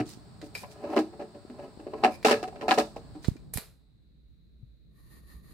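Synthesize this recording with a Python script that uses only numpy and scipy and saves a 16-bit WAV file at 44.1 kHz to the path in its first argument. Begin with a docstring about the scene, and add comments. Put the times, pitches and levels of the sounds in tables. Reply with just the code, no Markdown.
"""A plastic toilet cistern lid, worked loose by hand in a boxed-in recess: it rubs, knocks and snaps free.
Each contact rings the hollow tank and the lid, with a dry crack that the small bathroom answers.
Stick-slip makes the rubs and a short groan; the rim grates on its catches. Fingers brush the plastic,
hard parts click, the camera body takes soft bumps and a sleeve slides past, over low rumble and thin hiss."""
import sys
import numpy as np
from scipy import signal
from scipy.fft import rfft, irfft, next_fast_len
from scipy.io import wavfile
from scipy.ndimage import uniform_filter1d, minimum_filter1d, map_coordinates

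SR = 44100
rng = np.random.default_rng(int(sys.argv[2]) if len(sys.argv) > 2 else 0)


def to_wav(s):
    """Save 16-bit WAV."""
    ch = np.atleast_2d(s).T  # columns
    pcm = np.round(np.clip(ch, -1, 1) * 32767)  # PCM
    wavfile.write(sys.argv[1], SR, pcm.astype(np.int16))


N = 243873
EVENT_N, ATTACK_N = SR * 6 // 10, SR // 50
SCENE_S, EVENT_S = np.arange(N) / SR, np.arange(EVENT_N) / SR
RECESS = rng.standard_normal((2, EVENT_N))  # reflection pattern common to all blows


def amp(db):
    """Decibels to gain."""
    return 10 ** (np.asarray(db) / 20)


def unit(x, size=None):
    """Scale to rms 1 over the first size samples."""
    return x / np.sqrt(np.mean(x[..., :size] ** 2) + 1e-20)


def wobble(rate_hz, size=N):
    """Smooth random curve, rate_hz knots a second."""
    knots = rng.standard_normal(int(size * rate_hz / SR) + 4)
    return map_coordinates(knots, [np.arange(size) * rate_hz / SR])


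def filtered(x, response):
    """Apply a frequency response."""
    padded = next_fast_len(x.shape[-1] + 4096)
    spectrum = rfft(x, padded) * response(np.fft.rfftfreq(padded, 1 / SR))
    return irfft(spectrum, padded)[..., :x.shape[-1]]


def highpass(x, hz, order):
    """Butterworth low cut."""
    return signal.sosfilt(signal.butter(order, hz, btype="highpass", fs=SR, output="sos"), x)


def colour(points):
    """Response through (f/Hz, level/dB) points, falling off past the ends."""
    hz, db = np.transpose(points)
    hz, db = np.r_[hz[0] / 2, hz, hz[-1] * 2], np.r_[db[0] - 40, db, db[-1] - 40]
    return lambda f: amp(np.interp(np.log(f + 1), np.log(hz), db))


def resonances(peaks):
    """Response of (f/Hz, width/Hz, level/dB) resonators, alternating in sign."""
    return lambda f: sum((-1) ** k * amp(db) * 1j * f * width / (hz * hz - f * f + 1j * f * width)
                         for k, (hz, width, db) in enumerate(peaks))


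def noise(response, corr, size=N, common=0):
    """Coloured stereo noise, rms 1; corr sets left-right correlation, common adds a shared pattern."""
    mid, side = filtered(rng.standard_normal((2, size)) + common, response)
    angle = np.arccos(corr) / 2
    return unit(np.cos(angle) * mid + np.sin(angle) * np.array([side, -side]))


def pan(db):
    """Channel gains for a left-minus-right level."""
    gains = amp([[db / 2], [-db / 2]])
    return gains / gains.mean()


def add(track, at_s, sound):
    """Mix a sound in at at_s."""
    start = round(at_s * SR)
    track[:, start:start + sound.shape[-1]] += sound[..., :N - start]


def burst(response, corr, t60_s, room_db, room_t60_s, ragged_db, rise_s=0.00016, recess=0):
    """Dense ring of a contact: quick and ragged in the recess, then a smooth room tail."""
    near = amp(-60 * EVENT_S / t60_s + ragged_db * wobble(900, EVENT_N))
    room = amp(room_db - 60 * EVENT_S / room_t60_s)
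    decay = noise(response, corr, EVENT_N, recess * RECESS) * np.hypot(near, room)
    return unit(decay, ATTACK_N) * (1 - np.exp(-EVENT_S / rise_s))


def ring(modes, favoured_hz, rise_s, favour_db, scatter_db):
    """Struck modes, lifted within about 10 % of favoured_hz; left and right slightly out of phase."""
    hz, db, t60_s = np.transpose(modes)[:, :, None]
    strength, detune, spread = rng.standard_normal((3, len(modes), 1))
    db = db + favour_db * np.exp(-(np.log(hz / favoured_hz) / .1) ** 2) + scatter_db * strength
    phase = 2 * np.pi * (hz * (1 + .002 * detune) * EVENT_S + rng.random(hz.shape))
    lag = 2 * np.pi * hz * spread * 5e-5
    fade = amp(db - 60 * EVENT_S / t60_s)
    pair = np.array([(fade * np.sin(phase + side * lag)).sum(0) for side in (1, -1)])
    return unit(pair, ATTACK_N) * (1 - np.exp(-EVENT_S / rise_s))


def stroke(length_s, grain_db, grain_hz):
    """Grainy arched envelope of a slide."""
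    arch = np.sqrt(np.sin(np.pi * np.minimum(EVENT_S / length_s, 1)).clip(0))
    return arch * amp(grain_db * wobble(grain_hz, EVENT_N))


def late_fade(from_s=3.2, db_per_s=34):
    """Gain that holds, then fades away from 3.2 s, taking hiss and faint rubbing with it."""
    return amp(-db_per_s * np.maximum(SCENE_S - from_s, 0))


# modes of the hollow tank and the stiffer lid: f/Hz, level/dB, t60/s
TANK_MODES = [(213.7, -7.5, 0.35), (245.5, 0, 0.17), (296.5, -3, 0.17), (314.7, -1.5, 0.21),
              (351, -14, 0.55), (374, 0, .17), (432, 1, 0.17), (462.2, -8.5, 0.18)]
LID_MODES = [(576, -2, 0.17), (650.2, -5, 0.089), (741.4, -3, 0.13), (764.3, -4, 0.086), (808, -7.5, 0.083),
             (873.6, -16, 0.2), (930, -19.5, 0.081), (1002, -10.5, 0.09), (1070, -15.5, 0.082)]
# rim and catch resonances: f/Hz, width/Hz, level/dB
RIM_PEAKS = [(1149, 7.3, 3.5), (1280, 30, 13), (1378, 20, 7.5), (1640, 300, -2.5), (1673, 25, 11),
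             (1795, 35, -1), (1960, 20, 4), (2120, 200, -5.5), (2370, 38, 1.5), (2470, 120, -4),
             (2706, 55, 2.5), (2825, 14, -8), (2950, 50, 0.5), (4220, 800, -9)]
# noise spectra of tank, lid and snap: f/Hz, level/dB
TANK_SPECTRUM = [(60, -31), (170, -27.5), (230, -1.5), (450, -7.5), (600, -13.5), (900, -51.5)]
LID_SPECTRUM = [(350, -33.5), (550, -4), (780, -7), (1050, -16), (1500, -29)]
SNAP_SPECTRUM = [(2200, -36.5), (3500, -0.5), (4300, 0.5), (5300, -2.5), (6500, -8.5), (8500, -7.5),
                 (11000, -17.5), (15500, -20)]


def contact(ring_db, crack_db, snap_db, favoured_hz, rise_s):
    """One contact cracks at the rim; low favoured pitches ring the tank, high ones the lid."""
    def rim(f):
        return resonances(RIM_PEAKS)(f) / np.sqrt((1 + (1050 / (f + 1)) ** 8) * (1 + (f / 4800) ** 8))

    tank = amp(-2) * ring(TANK_MODES, favoured_hz, rise_s, favour_db=13.5, scatter_db=2)
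    tank += amp(-6.5) * burst(colour(TANK_SPECTRUM), corr=.88, t60_s=.028, room_db=-18,
                              room_t60_s=.13, ragged_db=3, rise_s=rise_s)
    lid = amp(.5) * ring(LID_MODES, favoured_hz, rise_s, favour_db=17.5, scatter_db=5)
    lid += amp(-7) * burst(colour(LID_SPECTRUM), corr=.72, t60_s=.037, room_db=-7.5,
                           room_t60_s=.26, ragged_db=8, rise_s=rise_s)
    crack = burst(rim, corr=.05, t60_s=.058, room_db=-14.5,
                  room_t60_s=.21, ragged_db=6.5, rise_s=rise_s, recess=.76)
    snap = burst(colour(SNAP_SPECTRUM), corr=.042, t60_s=.11, room_db=-13.5,
                 room_t60_s=.34, ragged_db=2.5, rise_s=rise_s, recess=1.2)
    edge = amp(crack_db - .7) * crack * pan(.42) + amp(snap_db - 4) * snap * pan(-3.5)
    split_hz = 547
    lid_share = 1 / (1 + (split_hz / favoured_hz) ** 3.9)
    return amp(ring_db) * (np.sqrt(1 - lid_share) * tank + np.sqrt(lid_share) * lid) + edge


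# lid blows on the tank: t/s, ring level/dB, crack level/dB, snap level/dB, favoured f/Hz
LID_KNOCKS = [(0.0, -24.5, -38.5, -46.5, 293), (0.634, -43, -51.5, -70, 1050),
              (0.964, -22.5, -35, -44.5, 570), (0.972, -22, -34, -48, 287), (0.988, -26, -40, -39.5, 330),
              (1.866, -35, -58, -73.5, 392.8), (1.934, -34, -52.5, -67.5, 430),
              (2.036, -21, -24, -40.5, 764), (2.046, -16, -30.5, -36.5, 764),
              (2.074, -31, -45.5, -59.5, 789), (2.247, -18, -23, -26.5, 430), (2.26, -20, -30, -28.5, 840),
              (2.268, -27.5, -35, -33, 250), (2.283, -28, -28, -35, 980), (2.295, -28.5, -31, -34, 403),
              (2.31, -19, -24, -27, 444), (2.326, -23, -27.5, -48, 446.2), (2.428, -31.5, -40, -44.5, 720),
              (2.476, -39.5, -52, -53, 446), (2.557, -43, -54.5, -63, 430), (2.611, -41.5, -43, -53, 580),
              (2.681, -23.5, -29, -38, 736), (2.7085, -25, -21, -35.5, 1000),
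              (2.714, -20.5, -28.5, -36, 769), (2.738, -33.5, -41, -36.5, 761),
              (2.776, -20.5, -34.5, -40.5, 450), (2.7825, -21.5, -30, -28.5, 750),
              (2.799, -29.5, -34, -46, 440), (2.961, -37, -53, -54, 475)]
# hand pushes on the lid: t/s, ring level/dB, favoured f/Hz
LID_NUDGES = [(0.424, -33.5, 290), (0.836, -29.5, 600), (0.892, -28, 315), (0.928, -25.5, 570),
              (1.128, -40, 420), (1.192, -31, 577), (1.21, -32, 432), (1.344, -40, 587),
              (1.496, -34.5, 235), (1.587, -37, 590), (1.793, -36.5, 311), (2.026, -28.5, 750),
              (2.524, -40.5, 754), (2.622, -26.5, 432), (3.148, -36, 290)]


def knocks_and_nudges():
    """Hard blows start at once and crack; soft pushes swell and stay dull."""
    out = np.zeros((2, N))
    for at_s, ring_db, crack_db, snap_db, hz in LID_KNOCKS:
        add(out, at_s, contact(ring_db, crack_db, snap_db, hz, rise_s=.00064))
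    for at_s, db, hz in LID_NUDGES:
        add(out, at_s, contact(db, crack_db=db - 17.5, snap_db=db - 24, favoured_hz=hz, rise_s=.0098))
    return out


# hand strokes on the lid: peak t/s, level/dB
HAND_RUBS = [(0.74, -53), (0.94, -30.5), (1.65, -41), (2.0, -39), (2.42, -45), (2.72, -33), (3.01, -53)]


def rubbing(press_db_per_s=99, relax_db_per_s=169.5, touch_db=-58.5, slips_per_s=400):
    """The lid sticks and slips under the hand; tiny slips ring tank, lid and rim."""
    strokes_db = [db - np.maximum(press_db_per_s * (at_s - SCENE_S), relax_db_per_s * (SCENE_S - at_s))
                  for at_s, db in HAND_RUBS]
    pressure = np.hypot(amp(np.max(strokes_db, axis=0)), amp(touch_db) * late_fade())
    slips = (rng.random(N) < slips_per_s / SR) * rng.standard_normal(N)
    shell = resonances([(hz, 4 / t60_s, db) for hz, db, t60_s in TANK_MODES + LID_MODES])
    body = unit(filtered(slips, lambda f: shell(f) / (1 + (190 / (f + 1)) ** 4)))
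    rasp = noise(resonances(RIM_PEAKS), corr=.16) * amp(2.4 * wobble(120))
    return amp(-4.5) * pressure * (body + amp(-14) * rasp)


# handling envelope: t/s, sway level/dB, rumble level/dB
HANDLING_LEVELS = [(0.0, -64, -55), (1.49, -72, -60.5), (2.06, -64.5, -55.5), (3.48, -54.5, -55.5),
                   (3.82, -66, -69), (4.61, -59, -67), (4.82, -61.5, -67), (5.53, -54, -58.5)]
# sway and rumble spectra: f/Hz, level/dB
SWAY_SPECTRUM = [(18, -17), (35, -3), (62, 5), (90, -20.5)]
RUMBLE_SPECTRUM = [(55, -11), (75, -6), (120, -1), (190, -4.5), (270, -12), (400, -20), (650, -30.5)]


def handling():
    """The camera's slow sway, with handling rumble above it."""
    at_s, *levels_db = np.transpose(HANDLING_LEVELS)
    sway_db, rumble_db = (np.interp(SCENE_S, at_s, db) for db in levels_db)
    sway = amp(sway_db + 4 + .8 * wobble(13)) * noise(colour(SWAY_SPECTRUM), corr=.39)
    rumble = amp(rumble_db + 4.5 + 1.1 * wobble(11)) * noise(colour(RUMBLE_SPECTRUM), corr=.35)
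    return sway * pan(-2.5) + rumble


# hiss and still-room spectra: f/Hz, level/dB
HISS_SPECTRUM = [(700, 9.5), (1500, 1), (2500, -8), (3200, -8.5), (4400, 2.5), (5100, -3), (6200, -18.5),
                 (8100, -1.5), (10000, -19), (12000, -31.5), (15000, -16)]
ROOM_SPECTRUM = [(600, -20.5), (1400, -11.5), (2400, -12), (3200, -18.5), (3700, -4), (3980, 2), (4400, -8),
                 (5200, -24.5), (10000, -29), (12000, -27), (15500, -28.5)]


def room_hiss():
    """A thin hiss holds, then fades to the still room."""
    hiss = amp(-61.5) * late_fade() * noise(colour(HISS_SPECTRUM), corr=.14)
    return hiss + amp(-78.5) * noise(colour(ROOM_SPECTRUM), corr=.078)


# camera body bumps: t/s, level/dB, f/Hz, t60/s, pan/dB
CAMERA_BUMPS = [(0.002, -26, 121, 0.061, -2), (0.173, -33.5, 262, 0.0084, -18.5),
                (1.45, -33.5, 314, 0.01, 9), (1.681, -33, 373, 0.0056, 2.5), (1.774, -31, 287, 0.0055, 12),
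                (3.284, -4.5, 124, 0.008, -17.5), (3.314, -24, 127, 0.017, 12),
                (3.357, -33, 286, 0.013, -13), (3.558, -19.5, 92, 0.017, -21),
                (3.579, -26.5, 204, 0.014, -15), (4.628, -35, 117.7, 0.032, 14)]


def bumps():
    """A finger bumps the camera: a few low cycles swell and die, mostly on one side."""
    out = np.zeros((2, N))
    for at_s, db, hz, t60_s, pan_db in CAMERA_BUMPS:
        push = np.sin(2 * np.pi * hz * EVENT_S) * EVENT_S * amp(-60 * EVENT_S / t60_s)
        add(out, at_s, amp(db - 5) * push / np.abs(push).max() * pan(pan_db))
    return out


# hard little ring, also in clicks: f/Hz, width/Hz, level/dB
PING_PEAKS = [(1810, 170, -13.5), (2360, 80, -2), (2493, 130, -7.5), (5028, 55, -8)]
# sizzle spectrum, also in clicks: f/Hz, level/dB
SIZZLE_SPECTRUM = [(5500, -22), (8000, -7), (10500, 0.5), (11700, -2.5), (12600, -0.5), (13800, -5.5),
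                   (15000, -26)]
# finger brushes: t/s, level/dB, length/s, relative squeak/dB, relative sizzle/dB
FINGER_BRUSHES = [(0.053, -52, 0.1, -29, -27), (0.439, -60, .04, -17, -12), (0.542, -52, .1, -2.5, -4.5),
                  (0.697, -57.5, 0.045, -11, -13), (2.103, -57.5, 0.068, 5, -5.5),
                  (3.221, -55, 0.089, -14, -12), (3.533, -47.5, 0.07, -8.5, 2)]
# skin-on-plastic spectrum: f/Hz, level/dB
BRUSH_SPECTRUM = [(800, -3.5), (2500, -7.5), (3300, -4), (4500, 2), (6500, -4), (9000, -3), (11500, -24.5),
                  (15500, -12.5)]


def brushes(room_db=-10, room_t60_s=.35):
    """Skin slides over plastic in short grainy swishes that can squeak and fade into the room."""
    out = np.zeros((2, N))
    responses = colour(BRUSH_SPECTRUM), resonances(PING_PEAKS), colour(SIZZLE_SPECTRUM)
    for at_s, db, length_s, squeak_db, sizzle_db in FINGER_BRUSHES:
        swish, squeak, sizzle = (noise(response, corr=.11, size=EVENT_N) for response in responses)
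        friction = swish + amp(squeak_db) * squeak + amp(sizzle_db) * sizzle
        direct = stroke(length_s, grain_db=2, grain_hz=300)
        tail_db = room_db - 60 * np.maximum(EVENT_S - length_s, 0) / room_t60_s
        room = np.minimum(EVENT_S / length_s, 1) * amp(tail_db)
        add(out, at_s, amp(db) * np.hypot(direct, room) * friction * pan(-2.7))
    return out


# light clicks: t/s, ping level/dB, tick level/dB, sizzle level/dB, t60/s
HARD_CLICKS = [(0.0925, -78, -65, -56, 0.01), (0.415, -65, -51, -71, 0.06), (0.551, -36, -43.5, -52, 0.11),
               (2.228, -54.5, -51.5, -64, 0.059), (3.245, -62, -44, -74.5, 0.08),
               (3.283, -70, -55, -58.5, 0.011), (3.366, -66.5, -62, -78, .02),
               (3.537, -67.5, -48, -35.5, 0.064), (3.573, -65, -40.5, -36, 0.018),
               (3.582, -61, -46, -48.5, 0.027)]
# tick spectrum: f/Hz, level/dB
TICK_SPECTRUM = [(400, 3), (1000, -6), (2000, -4.5), (3200, -12), (4000, -1), (5000, -8), (5800, -16.5),
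                 (7200, -12), (9500, -29)]


def clicks():
    """Small hard parts tap together: a clean ping, a treble tick and a room tail."""
    out = np.zeros((2, N))
    modes = [(hz, db, 4 / width_hz) for hz, width_hz, db in PING_PEAKS]  # narrower rings longer
    for at_s, ping_db, tick_db, sizzle_db, t60_s in HARD_CLICKS:
        ping = ring(modes, favoured_hz=PING_PEAKS[1][0], rise_s=.0007, favour_db=5.5, scatter_db=-1)
        ping += amp(-7) * burst(resonances(PING_PEAKS), corr=.3, t60_s=.1, room_db=-9,
                                room_t60_s=.25, ragged_db=2.5)
        tick = burst(colour(TICK_SPECTRUM), corr=.61, t60_s=t60_s, room_db=-16,
                     room_t60_s=.34, ragged_db=0, recess=.94)
        sizzle = burst(colour(SIZZLE_SPECTRUM), corr=.3, t60_s=t60_s, room_db=-20,
                       room_t60_s=.26, ragged_db=2.5, recess=1.5)
        treble = amp(tick_db) * tick + amp(sizzle_db) * sizzle
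        add(out, at_s, amp(ping_db) * ping * pan(4.2) + treble * pan(-2))
    return out


def judder(at_s, length_s, rate_hz, db, rim_db):
    """The lid gives way in a quick run of slips: a short hollow groan."""
    gaps_s = rng.uniform(.7, 1.3, 16) / rate_hz
    slip_s = np.cumsum(gaps_s) - gaps_s[0]
    slips = np.zeros((1, EVENT_N))
    slips[0, (slip_s[slip_s < length_s] * SR).astype(int)] = 1
    shell = resonances([(hz, 3 / t60_s, mode_db) for hz, mode_db, t60_s in TANK_MODES + LID_MODES])
    body = unit(filtered(slips, shell), 2 * ATTACK_N)
    envelope = np.interp(EVENT_S, [0, .004, length_s, 2 * length_s], [.34, 1, .714, .006])
    rasp = noise(resonances(RIM_PEAKS[:7]), corr=.84, size=EVENT_N) * envelope
    out = np.zeros((2, N))
    add(out, at_s, amp(db) * (body + amp(rim_db) * rasp))
    return out


# rim drags: t/s, length/s, level/dB
RIM_SCRAPES = [(2.25, 0.068, -33), (2.682, 0.055, -37.5)]


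def scrapes():
    """The rim grates along the catches: a ragged rasp that swells and fades."""
    out = np.zeros((2, N))
    for at_s, length_s, db in RIM_SCRAPES:
        rim = noise(resonances(RIM_PEAKS), corr=.1, size=EVENT_N)
        edge = noise(colour(SNAP_SPECTRUM), corr=.1, size=EVENT_N)
        add(out, at_s, amp(db) * stroke(length_s, grain_db=4, grain_hz=500) * (rim + amp(-5.5) * edge))
    return out


# sleeve passes: centre t/s, level/dB
SLEEVE_SWISHES = [(5.011, -67), (5.15, -60), (5.322, -59), (5.499, -60.5)]
# cloth spectrum: f/Hz, level/dB
CLOTH_SPECTRUM = [(300, 15.5), (700, -3), (1000, 0), (1150, 12), (1350, -5), (1680, -3), (1850, 14.5),
                  (2050, -2), (3200, -9), (4300, 4.5), (5600, -13), (6800, -5), (8200, -14), (10000, 3.5),
                  (11000, -9), (12000, 3), (14500, -18), (15500, -31.5)]


def sleeve(half_length_s=.066):
    """Cloth slides past in soft, overlapping swishes."""
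    motion = sum(amp(db) * np.exp(-((SCENE_S - at_s) / half_length_s) ** 2)
                 for at_s, db in SLEEVE_SWISHES)
    return motion * amp(.9 * wobble(54)) * noise(colour(CLOTH_SPECTRUM), corr=.17)


def scene():
    """Stereo sum of all sources."""
    cistern = knocks_and_nudges() + rubbing() + scrapes()
    cistern += judder(at_s=.96, length_s=.03, rate_hz=150, db=-26, rim_db=-11.5)
    cistern = highpass(cistern, hz=190, order=3)  # a small box radiates little below its lowest mode
    return cistern + clicks() + brushes() + bumps() + sleeve() + handling() + room_hiss()


def record(dry, ceiling=.53, limiter_n=177, top_hz=15800):
    """Camera chain: bass cut, peak limiter, band limit."""
    thinned = highpass(dry, hz=40, order=2)
    needed_gain = np.minimum(1, ceiling / (np.abs(thinned).max(0) + 1e-9))
    gain = uniform_filter1d(minimum_filter1d(needed_gain, limiter_n), limiter_n)
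    return filtered(thinned * gain, lambda f: f < top_hz)


dry = scene()
out = record(dry)
to_wav(out)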